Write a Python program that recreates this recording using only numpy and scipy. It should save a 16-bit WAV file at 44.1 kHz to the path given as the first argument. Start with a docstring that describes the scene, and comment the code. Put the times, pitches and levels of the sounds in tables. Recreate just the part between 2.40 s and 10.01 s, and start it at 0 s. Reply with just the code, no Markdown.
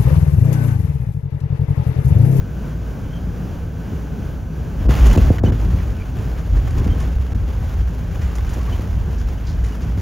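"""Landing gear of an airliner meets the runway, heard from a cabin seat: each blow is a dispersed bending wave
plus decaying sines, over a fuselage boom of resonant noise that swells in timed surges.
Before touchdown, filtered noise makes the air rush and wavering sines the fan whine.
The tyre groan is narrow noise and the rolling roar wide noise; the nose wheel comes down later.
Trim rattles in clicks, joints creak, panels squeak as gliding tones, loose things chatter and scrape."""
import sys
import numpy as np
from scipy import signal
from scipy.fft import rfft, irfft, next_fast_len
from scipy.io import wavfile
from scipy.ndimage import uniform_filter1d

SR = 44100
rng = np.random.default_rng(int(sys.argv[2]) if len(sys.argv) > 2 else 0)


def wav_record(signal):
    """Record a signal, one row per channel, as 16-bit PCM in the file named by sys.argv[1]."""
    frames = np.transpose(np.atleast_2d(signal))
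    bounded = np.clip(frames, -1, 1)
    # unit amplitude maps onto the largest positive 16-bit level
    quanta = np.round(bounded * 32767).astype(np.int16)
    wavfile.write(sys.argv[1], SR, quanta)


N = 335601
T = np.arange(N) / SR
SIZE = next_fast_len(N + 8192)
FREQ = np.maximum(np.arange(SIZE // 2 + 1) * SR / SIZE, 1)
SIDES = np.array([[1], [-1]])  # left, right
MAIN_TOUCH_S, NOSE_TOUCH_S = 2.36, 4.1


def undb(db):
    """Decibels to amplitude gain."""
    return 10 ** (np.asarray(db) / 20)


def unit(x):
    """Scale to rms 1."""
    return x / np.sqrt(np.mean(x ** 2))


def curve(rows):
    """Gain over time from (time_s, level_db) rows."""
    return undb(np.interp(T, *np.transpose(rows)))


def response(points):
    """Gain over frequency from (freq_hz, level_db) points, falling away beyond both ends."""
    hz, db = np.transpose(points)
    skirts = (np.minimum(FREQ / hz[0], 1) * np.minimum(hz[-1] / FREQ, 1)) ** 2
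    return undb(np.interp(np.log(FREQ), np.log(hz), db)) * skirts


def resonances(modes):
    """Gain over frequency from (freq_hz, width_hz, level_db) resonances."""
    power = 0
    for hz, width_hz, db in modes:
        detune = (FREQ - hz) / (.75 * width_hz)
        power = power + undb(db) ** 2 / (1 + detune ** 2) ** 2
    return np.sqrt(power)


def above(corner_hz):
    """Gain of a gentle treble band starting at the corner."""
    return 1 - 1 / (1 + (FREQ / corner_hz) ** 4)


def filtered(x, gain):
    """Apply a frequency response."""
    return irfft(rfft(x, SIZE) * gain, SIZE)[..., :N]


def noise():
    """Two unrelated white noises."""
    return rng.standard_normal((2, N))


# Stereo width of the cabin's sound field: freq_hz, side_minus_mid_db
PORT_WIDTH = [(30, -32.5), (110, -16), (200, -12.5), (400, -10.5), (700, -6), (1300, -4.5), (2300, -17.5),
              (4400, -16), (8500, -100), (16000, 9.5)]


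def diffuse(pair, gain):
    """Colour two unrelated signals and mix them as the cabin's sound field reaches both ports."""
    mid = filtered(pair[0], gain)
    side = filtered(pair[1], gain * response(PORT_WIDTH))
    return unit(np.array([mid + side, mid - side]))


def walk(rate_hz):
    """Smooth random wander with spread 1."""
    return unit(filtered(rng.standard_normal(N), np.exp(-(FREQ / rate_hz) ** 2)))


def steadied(x, window_s):
    """Even out the chance swells of a narrow noise."""
    power = uniform_filter1d(np.mean(x ** 2, axis=0), int(window_s * SR))
    return x / np.sqrt(power + 1e-6)


def decay(start_s, t60_s, rise_s):
    """Envelope of a blow: quick rise, exponential fall."""
    age = np.maximum(T - start_s, 0)
    return (1 - np.exp(-age / rise_s)) * np.exp(-np.minimum(np.log(1000) * age / t60_s, 50))


def held(start_s, hold_s, t60_s, rise_s):
    """Envelope of a sustained contact: linear rise, hold, exponential fall."""
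    attack = np.clip((T - start_s) / rise_s, 0, 1)
    return attack * np.exp(-np.log(1000) * np.maximum(T - start_s - hold_s, 0) / t60_s)


# Spectrum of air rushing along the hull: freq_hz, relative_db
AIR_SPECTRUM = [(60, 2), (105, 2.5), (133, 0), (170, -1), (300, -12.5), (440, -15), (700, -21),
                (1050, -26.5), (1580, -28.5), (1900, -34), (3000, -35.5), (3800, -42.5), (6500, -42),
                (8800, -43.5), (12000, -44.5), (16000, -48)]
# Resonances sung by the passing air: freq_hz, width_hz, relative_db
AIR_HUMS = [(79.7, 8.4, 4.5), (163.2, 24, 7), (257.6, 53, -5.5), (439, 51, -11)]


def airflow(level_db=-28, hum_db=-33, flutter_db=1.55, rollout_db=-3.0, hum_left_db=3.0):
    """Turbulent air along the hull flutters slightly and eases as the aircraft slows."""
    rush = diffuse(noise(), response(AIR_SPECTRUM)) * undb(level_db + flutter_db * walk(4.5))
    hum_level_db = hum_db + flutter_db * walk(11) + hum_left_db * SIDES / 2
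    hum = diffuse(noise(), resonances(AIR_HUMS)) * undb(hum_level_db)
    return (rush + hum) * curve([(2.6, 0.0096), (4.5, rollout_db)])


# Whine of fans and turbines: pitch_hz, level_db (rms, before flicker and the landing fade)
BLADE_TONES = [(1511, -57.5), (1588, -73), (3203, -80), (5958, -68), (6121, -77), (6713, -76.5)]


def fans(approach_db=-1, rollout_db=-3, waver_ratio=0.001, flicker_db=1.8,
         sough_hz=1590, sough_width_hz=130, sough_db=-57.5):
    """Rotating blades give thin wavering tones, in a narrow sough of air."""
    tones = 0
    for hz, db in BLADE_TONES:
        phase = 2 * np.pi * np.cumsum(hz * (1 + waver_ratio * walk(12.5))) / SR
        tones = tones + np.sqrt(2) * np.sin(phase) * undb(db + flicker_db * walk(3.5))
    sough = diffuse(noise(), resonances([(sough_hz, sough_width_hz, 0)])) * undb(sough_db)
    return tones * curve([(2.4, approach_db), (4.5, rollout_db)]) + sough


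# Hull surges as struts bounce and wheels cross bumps: centre_s, length_s, level_db
HULL_SURGES = [(2.424, 0.11, -20), (2.506, 0.081, -10.5), (2.638, 0.058, -5), (2.696, 0.072, -9),
               (2.826, 0.043, -7), (2.882, 0.038, -6), (3.072, 0.17, -16), (3.257, 0.1, -14.5),
               (3.357, 0.045, -19), (3.5, 0.029, -17.5), (4.153, 0.068, -9), (4.288, 0.07, -11),
               (4.384, 0.069, -10.5), (4.51, 0.063, -12), (4.644, 0.1, -17), (4.803, 0.088, -14.5),
               (5.008, 0.083, -18.5), (5.2, 0.074, -20), (5.413, 0.11, -15.5), (5.852, 0.033, -14.5),
               (6.016, 0.06, -18), (6.15, 0.18, -21.5), (6.325, 0.14, -18.5), (6.586, 0.073, -19),
               (6.808, 0.12, -22), (7.224, 0.09, -16.5), (7.578, 0.031, -31)]
# steady shaking in each phase
FLIGHT_DB, MAIN_WHEELS_DB, ALL_WHEELS_DB = -27.5, -23.5, -21.5


def shaking_hull(settle_s=0.089, buffet_db=1.5, buffet_hz=6.8):
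    """The hull shakes more with each set of wheels down, and surges on bounces and bumps."""
    main, nose = (np.clip((T - s) / settle_s + .5, 0, 1) for s in (MAIN_TOUCH_S, NOSE_TOUCH_S))
    steady_db = FLIGHT_DB + main * (MAIN_WHEELS_DB - FLIGHT_DB) + nose * (ALL_WHEELS_DB - MAIN_WHEELS_DB)
    power = undb(steady_db + buffet_db * walk(buffet_hz)) ** 2
    for centre_s, length_s, db in HULL_SURGES:
        offset = 2 * (T - centre_s) / length_s
        power = power + undb(db) ** 2 * np.exp(-np.minimum(offset ** 2, 50))
    return np.sqrt(power)


# Lowest resonances of the fuselage: freq_hz, width_hz, relative_db
FUSELAGE_MODES = [(42, 29, -9.5), (57.2, 11.4, 5.5), (74, 30.7, -3), (104.6, 6.8, -4)]


def fuselage(window_s=0.0436, judder_hz=53, judder_width_hz=8, heavy_db=-11):
    """The hull booms in its lowest resonances; under the heaviest load a single judder takes over."""
    shake = shaking_hull()
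    load = 1 / (1 + (undb(heavy_db) / shake) ** 4)
    boom = steadied(diffuse(noise(), resonances(FUSELAGE_MODES)), window_s)
    judder = steadied(diffuse(noise(), resonances([(judder_hz, judder_width_hz, 0)])), window_s)
    return (np.sqrt(1 - load) * boom + np.sqrt(load) * judder) * shake


# Squeaks of plastic panels: centre_s, pitch_hz, half_length_s, level_db (before grip and overtone),
# glide_ratio (of pitch), roughness_ratio (of pitch)
PANEL_SQUEAKS = [(0.735, 3050, .15, -57, .008, .008), (0.76, 3205, .09, -50.5, -0.0028, 0.019),
                 (2.714, 2970, 0.02, -34.5, 0.046, .012), (2.783, 2700, .022, -37, 0.01, 0.0068),
                 (3.069, 3010, 0.022, -40, 0.032, 0.022), (3.128, 3350, 0.019, -51, 0, .02),
                 (3.605, 2460, .07, -48, 0, .05), (4.295, 1113, 0.027, -44, 0.0028, .02),
                 (4.416, 1050, 0.024, -46, 0, .03), (4.522, 3140, 0.042, -46.5, 0.0026, 0.016),
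                 (4.613, 1070, 0.027, -42, 0, .03), (5.992, 1070, 0.027, -46, -0.012, 0.035),
                 (6.208, 1090, 0.025, -40, -0.0074, 0.044), (6.291, 1113, 0.022, -37, -0.012, 0.04),
                 (6.331, 3030, 0.036, -44.5, -.005, 0.02), (7.329, 2870, 0.033, -50, 0.0017, 0.021)]


def panels(overtone_db=-15, grip_db=3.0):
    """Plastic edges stick and slip in short, uneven squeaks; some glide up or down."""
    out, unrest, grip = np.zeros(N), walk(260), undb(grip_db * walk(120))
    for centre_s, hz, half_s, db, glide, rough in PANEL_SQUEAKS:
        near = np.abs(T - centre_s) < half_s
        stroke = (T[near] - centre_s) / half_s
        phase = 2 * np.pi * hz * np.cumsum(1 + rough * unrest[near] + glide * stroke) / SR
        swell = np.cos(np.pi / 2 * stroke) ** 4
        tone = np.sin(phase) + undb(overtone_db) * np.sin(2 * phase)
        out[near] += undb(db) * swell * np.sqrt(2) * tone
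    return out * grip


# Spells of load on the wheels (first brush, touchdown, full weight, rebound, nose wheel touching and
# settling, rough pavement): start_s, hold_s, t60_s, roar_db, rattle_db (before each source's own trim)
WHEEL_LOADS = [(2.38, 0.13, .25, -25.5, -56), (2.48, 0.15, 0.45, -22.5, -32), (2.641, 0.12, 1.22, -19, -33),
               (2.835, 0.023, 1, -25, -59), (3.03, 0.047, 2, -22, -43), (4.121, 0.27, 0.71, -29.5, -47.5),
               (4.341, 0.27, 0.8, -27.5, -44.5), (5.079, 0.23, .6, -57, -47), (5.273, 0.062, .2, -51, -49),
               (5.775, 0.24, 0.34, -42, -45.5), (6.033, 0.34, 0.52, -37, -42), (7.223, 0.56, .5, -34, -47)]
ROLL_ROAR_DB, ROLL_RATTLE_DB = -36.5, -47.5  # smooth pavement, before the same trim


def loaded(steady_db, column):
    """Each spell of wheel load rises, holds and dies away, adding power to a steady level."""
    power = undb(steady_db) ** 2
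    for start_s, hold_s, t60_s, roar_db, rattle_db in WHEEL_LOADS:
        db = {"roar": roar_db, "rattle": rattle_db}[column]
        power = power + (undb(db) * held(start_s, hold_s, t60_s, rise_s=0.022)) ** 2
    return np.sqrt(power)


# Spectrum of the roar through the floor: freq_hz, relative_db
ROAR_SPECTRUM = [(80, -18), (115, 8), (160, 0), (250, -2.5), (400, -12.5), (700, -20.5), (1200, -27.5),
                 (2200, -36.5)]


def rolling(level_db=-1, rough_db=1.5):
    """Tyres and engines roar through the floor, roughened by the uneven pavement."""
    on_ground = np.clip((T - MAIN_TOUCH_S) / 0.13, 0, 1)
    roar = steadied(diffuse(noise(), response(ROAR_SPECTRUM)), 0.06)
    return roar * undb(level_db + rough_db * walk(27)) * loaded(ROLL_ROAR_DB, "roar") * on_ground


def clatter(slaps_per_s=130, scatter_db=5, slap_share=0.3, slap_t60_s=0.036):
    """Panels slap at uneven intervals: each slap starts hard and dies quickly, over a steady remainder."""
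    late, size = rng.random((int(T[-1] * slaps_per_s), 2)).T
    index = ((np.arange(len(late)) + late) * SR / slaps_per_s).astype(int)
    slaps = np.zeros(N)
    slaps[index] = undb(scatter_db * np.minimum(-np.log(1 - size), 2))
    keep = np.exp(-2 * np.log(1000) / (slap_t60_s * SR))  # power kept per sample
    power = signal.lfilter([1], [1, -keep], slaps ** 2)
    return np.sqrt(1 - slap_share + slap_share * power / power.mean())


# Spectrum of rattling panels and bins: freq_hz, relative_db
TRIM_SPECTRUM = [(400, 11.5), (800, 9.5), (1150, 6.5), (1650, 4.5), (2150, 1.5), (3000, -1), (3900, -6.5),
                 (6800, -6.5), (8700, -9.5), (12000, -10.5), (16000, -14.5)]


def trim(level_db=3, clicks_per_s=5000, scatter_db=2.0, rub=1.0, flicker_db=1.83):
    """Panels and bins rattle in dense tiny clicks and rubbing noise, louder on each slap."""
    struck = rng.random(N) < clicks_per_s / SR
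    clicks = noise() * struck * undb(scatter_db * np.minimum(rng.exponential(size=N), 4))
    # every click rings on in its panel for a few milliseconds
    ring = rfft(rng.standard_normal(400) * np.exp(-T[:400] / .0015), SIZE)
    grains = unit(filtered(clicks, ring / np.abs(ring))) + rub * noise()
    rattle = diffuse(grains, response(TRIM_SPECTRUM)) * clatter()
    on_ground = np.clip((T - MAIN_TOUCH_S) / 0.037, 0, 1)
    level = undb(level_db + flicker_db * walk(28)) * loaded(ROLL_RATTLE_DB, "rattle")
    return rattle * level * on_ground


def creaks(level_db=-3, ring_t60_s=0.032, scatter_db=2.0, low_hz=850, high_hz=3600,
           tilt_db_per_octave=-5, count=800):
    """Bin joints slip at random, each ringing at its own pitch; shaking makes them denser and louder."""
    length = SR // 10
    out, age = np.zeros((2, N + length)), T[:length]
    shaking = np.sqrt(loaded(ROLL_RATTLE_DB, "rattle") / undb(ROLL_RATTLE_DB)) * (T > MAIN_TOUCH_S)
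    slips = np.cumsum(shaking ** 2)
    envelope = np.exp(-np.log(1000) * age / ring_t60_s) * (1 - np.exp(-age / 0.0011))
    for when, pitch, size, place in rng.random((count, 4)):
        start = np.searchsorted(slips, when * slips[-1])
        hz = low_hz * (high_hz / low_hz) ** pitch
        db = ROLL_RATTLE_DB + level_db + tilt_db_per_octave * np.log2(hz / low_hz)
        db += scatter_db * min(-np.log(1 - size), 2)
        grain = np.sin(2 * np.pi * hz * age) * envelope
        balance = 1 + SIDES * (place - .5) * low_hz / hz
        out[:, start:start + length] += 2 * undb(db) * shaking[start] * balance * grain
    return out[:, :N]


# Groan and squeal of skidding: freq_hz, width_hz, level_db (rms)
SKID_MODES = [(153, 20, -23.5), (2420, 22, -60), (2830, 14, -53)]


def skid(start_s=2.485, hold_s=0.19, t60_s=0.28, rise_s=0.0077, window_s=0.062):
    """While the main tyres spin up to speed, the gear groans and squeals thinly."""
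    out = 0
    for hz, width_hz, db in SKID_MODES:
        voice = steadied(diffuse(noise(), resonances([(hz, width_hz, 0)])), window_s)
        out = out + undb(db) * voice
    return out * held(start_s, hold_s, t60_s, rise_s)


# Blows of the landing gear: start_s, peak_db (before the wall reflection), brightness_hz, boom_db
GEAR_BLOWS = [(2.489, -6, 675, -5.5), (2.761, -6.5, 565, -5), (2.7743, -2, 840, -1), (2.9011, -1, 690, -5),
              (3.0355, -1.5, 900, -2), (3.073, -8, 500, -2), (3.117, -14, 553, -4), (3.152, -18, 450, -3),
              (3.339, -15, 350, 0), (4.352, -19, 454, 5), (4.394, -13, 332, 0), (4.413, -13, 404, 0),
              (4.461, -7.5, 367, 0), (4.954, -13, 306, 4), (6.165, -18.5, 650, -12), (6.179, -19, 650, -14),
              (6.391, -16.5, 750, -4), (7.571, -13, 376, 4)]
# Spectrum of the bending wave: freq_hz, relative_db
KNOCK_SPECTRUM = [(45, -21), (90, 16.5), (170, 8), (400, 1), (900, -17.5)]
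# Ring of the struts: freq_hz, t60_s, relative_db
STRUT_MODES = [(366, 0.038, -8), (458, 0.04, -9), (613, 0.031, -13.5)]
# Boom of the airframe: freq_hz, t60_s, relative_db
AIRFRAME_MODES = [(58.7, 0.051, -6.5), (83, 0.13, -3.5)]


def gear(dispersion=0.1472, rise_s=0.00087, spread=0.62, strut_lag_s=0.002):
    """Each strut blow travels as a bending wave, highs before lows, while struts and airframe ring."""
    count = SR // 4

    def ring(modes, lag_s):
        """Sum of decaying sines."""
        out = 0
        for hz, t60_s, db in modes:
            out = out + undb(db) * np.sin(2 * np.pi * hz * (T - lag_s)) * decay(lag_s, t60_s, rise_s)
        return out[:count]

    # delay falls as 1 / sqrt(frequency), reaching zero at 1500 Hz
    bending = np.exp(-2j * np.pi * dispersion * (2 * np.sqrt(FREQ) - FREQ / np.sqrt(1500)))
    wave = irfft(response(KNOCK_SPECTRUM) * bending, SIZE)[:count]
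    knock = wave / np.abs(wave[SR // 1000:]).max() + ring(STRUT_MODES, strut_lag_s)
    boom = ring(AIRFRAME_MODES, 0)
    out = np.zeros(N + count)
    for start_s, db, bright_hz, boom_db in GEAR_BLOWS:
        # a softer contact has less treble
        softness = signal.butter(4, bright_hz, fs=SR, output="sos")
        thud = signal.sosfilt(softness, knock + undb(boom_db) * boom)
        start = int(start_s * SR)
        out[start:start + count] += undb(db) * thud / np.abs(thud).max()
    out = out[:N]
    # a 3 ms reflection from the cabin wall reaches the two ports unequally
    reflection = filtered(out, np.exp(-2j * np.pi * FREQ * .003) * response(PORT_WIDTH))
    return out + spread * SIDES * reflection


# Resonances of the floor and seat frames: freq_hz, width_hz, relative_db
FLOOR_MODES = [(147, 58, -1), (223, 99, -3), (342, 110, 6.5), (510, 140, -8.5)]


def shudder(level_db=-28.0, t60_s=0.11, rise_s=0.0028):
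    """After each blow the floor and seat frames shudder on as resonant noise."""
    after = sum(undb(db) * decay(s, t60_s, rise_s) for s, db, *_ in GEAR_BLOWS)
    return diffuse(noise(), resonances(FLOOR_MODES)) * undb(level_db) * after


# Loose fittings that crack and chatter: start_s, level_db (before roughness), t60_s, extra_treble_db
FITTING_CHATTERS = [(2.49, -37.5, 0.033, -20), (2.51, -36, .025, -11), (2.537, -30, 0.021, -16),
                    (2.582, -36, 0.026, -11), (2.666, -36, 0.045, 13), (2.68, -44, 0.3, 7),
                    (2.709, -37, .03, 5), (2.728, -31, 0.056, 3), (2.775, -31, 0.039, 4),
                    (2.982, -27, 0.056, -23), (3.122, -36, 0.033, -5), (3.385, -37, 0.17, -17),
                    (3.785, -38.5, 0.064, -5.5), (3.985, -41, .07, 1), (4.159, -46, 0.085, 7),
                    (4.282, -46, 0.043, 9), (4.305, -38.5, 0.054, 5), (4.381, -42, .04, 11),
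                    (4.443, -34, 0.067, -5), (4.601, -38, 0.21, 2), (5.815, -40, 0.42, -5),
                    (5.953, -45.5, 0.092, 13.5), (6.092, -45, .08, 12.5), (6.137, -47.5, 0.054, 17),
                    (6.21, -38, .05, 0), (7.24, -42, 0.37, 3)]
# Spectrum of a fitting: freq_hz, relative_db
FITTING_SPECTRUM = [(600, -8), (1700, 9), (3200, -1), (4500, -4.5), (7000, -0.5), (10000, -4), (16000, -29)]


def fittings(rough_db=1.5, treble_hz=4500):
    """Latches and loose parts crack and chatter, each with its own brightness and decay."""
    rattle = diffuse(noise(), response(FITTING_SPECTRUM)) * undb(rough_db * walk(150))
    treble = filtered(rattle, above(treble_hz))
    out = 0
    for start_s, db, t60_s, treble_db in FITTING_CHATTERS:
        coloured = rattle + (undb(treble_db) - 1) * treble
        out = out + undb(db) * decay(start_s, t60_s, 0.00073) * coloured
    return out


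# Loose things sliding under the braking: start_s, hold_s, t60_s, level_db (before roughness),
# centre_hz, width_hz
LOOSE_SCRAPES = [(6.778, .02, 0.23, -50, 6200, 1500), (7.065, 0.019, .26, -43, 4900, 2700),
                 (7.413, 0.018, .12, -51, 5800, 2600), (7.577, 0.033, .1, -54, 5500, 3000)]


def scrapes(rise_s=0.0084, rough_db=3.5):
    """Loose things slide a little way: an airy scrape that starts quickly, holds and fades."""
    out, grip = 0, undb(rough_db * walk(108))
    for start_s, hold_s, t60_s, db, hz, width_hz in LOOSE_SCRAPES:
        air = diffuse(noise(), resonances([(hz, width_hz, 0)]))
        out = out + undb(db) * held(start_s, hold_s, t60_s, rise_s) * air
    return out * grip


def scene():
    """Everything that reaches the seat."""
    small_joints = creaks(level_db=-9.5, ring_t60_s=0.045, scatter_db=-1.5, low_hz=2660, high_hz=3520,
                          tilt_db_per_octave=-1.5, count=500)
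    cabin = panels() + trim() + creaks() + small_joints + fittings() + scrapes()
    return airflow() + fans() + fuselage() + rolling() + skid() + gear() + shudder() + cabin


# Moments when the treble dips: start_s, end_s
TREBLE_DIPS = [(2.467, 2.489), (2.764, 2.773), (2.976, 2.982), (3.001, 3.034), (3.107, 3.121),
               (4.463, 4.470), (4.935, 4.947)]
# Phase by which the left port leads: freq_hz, lead_rad
LEFT_LEAD = [(6700, 0), (7250, 1.1), (7750, 3.0), (9250, 3.0), (9800, 2.3), (11600, 1.8), (15000, .9)]


def record(dry, dip_hz=1400, dip_db=-18, low_cut_hz=30, top_hz=15850, ceiling=.96):
    """The treble dips briefly, the ports differ in phase at the top, peaks are rounded, both ends cut."""
    dips = sum(1. * ((T > start_s) & (T < end_s)) for start_s, end_s in TREBLE_DIPS)
    dipped = uniform_filter1d(dips, size=60)
    sound = dry - (1 - undb(dip_db)) * dipped * filtered(dry, above(dip_hz))
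    lead = np.interp(FREQ, *np.transpose(LEFT_LEAD))
    low_cut = 1 / np.sqrt(1 + (low_cut_hz / FREQ) ** 8)
    sound = filtered(sound, low_cut * np.exp(.5j * SIDES * lead))
    sound = sound / (1 + (sound / ceiling) ** 8) ** (1 / 8)
    return filtered(sound, 1 / (1 + (FREQ / top_hz) ** 400))


dry = scene()
out = record(dry)
wav_record(out)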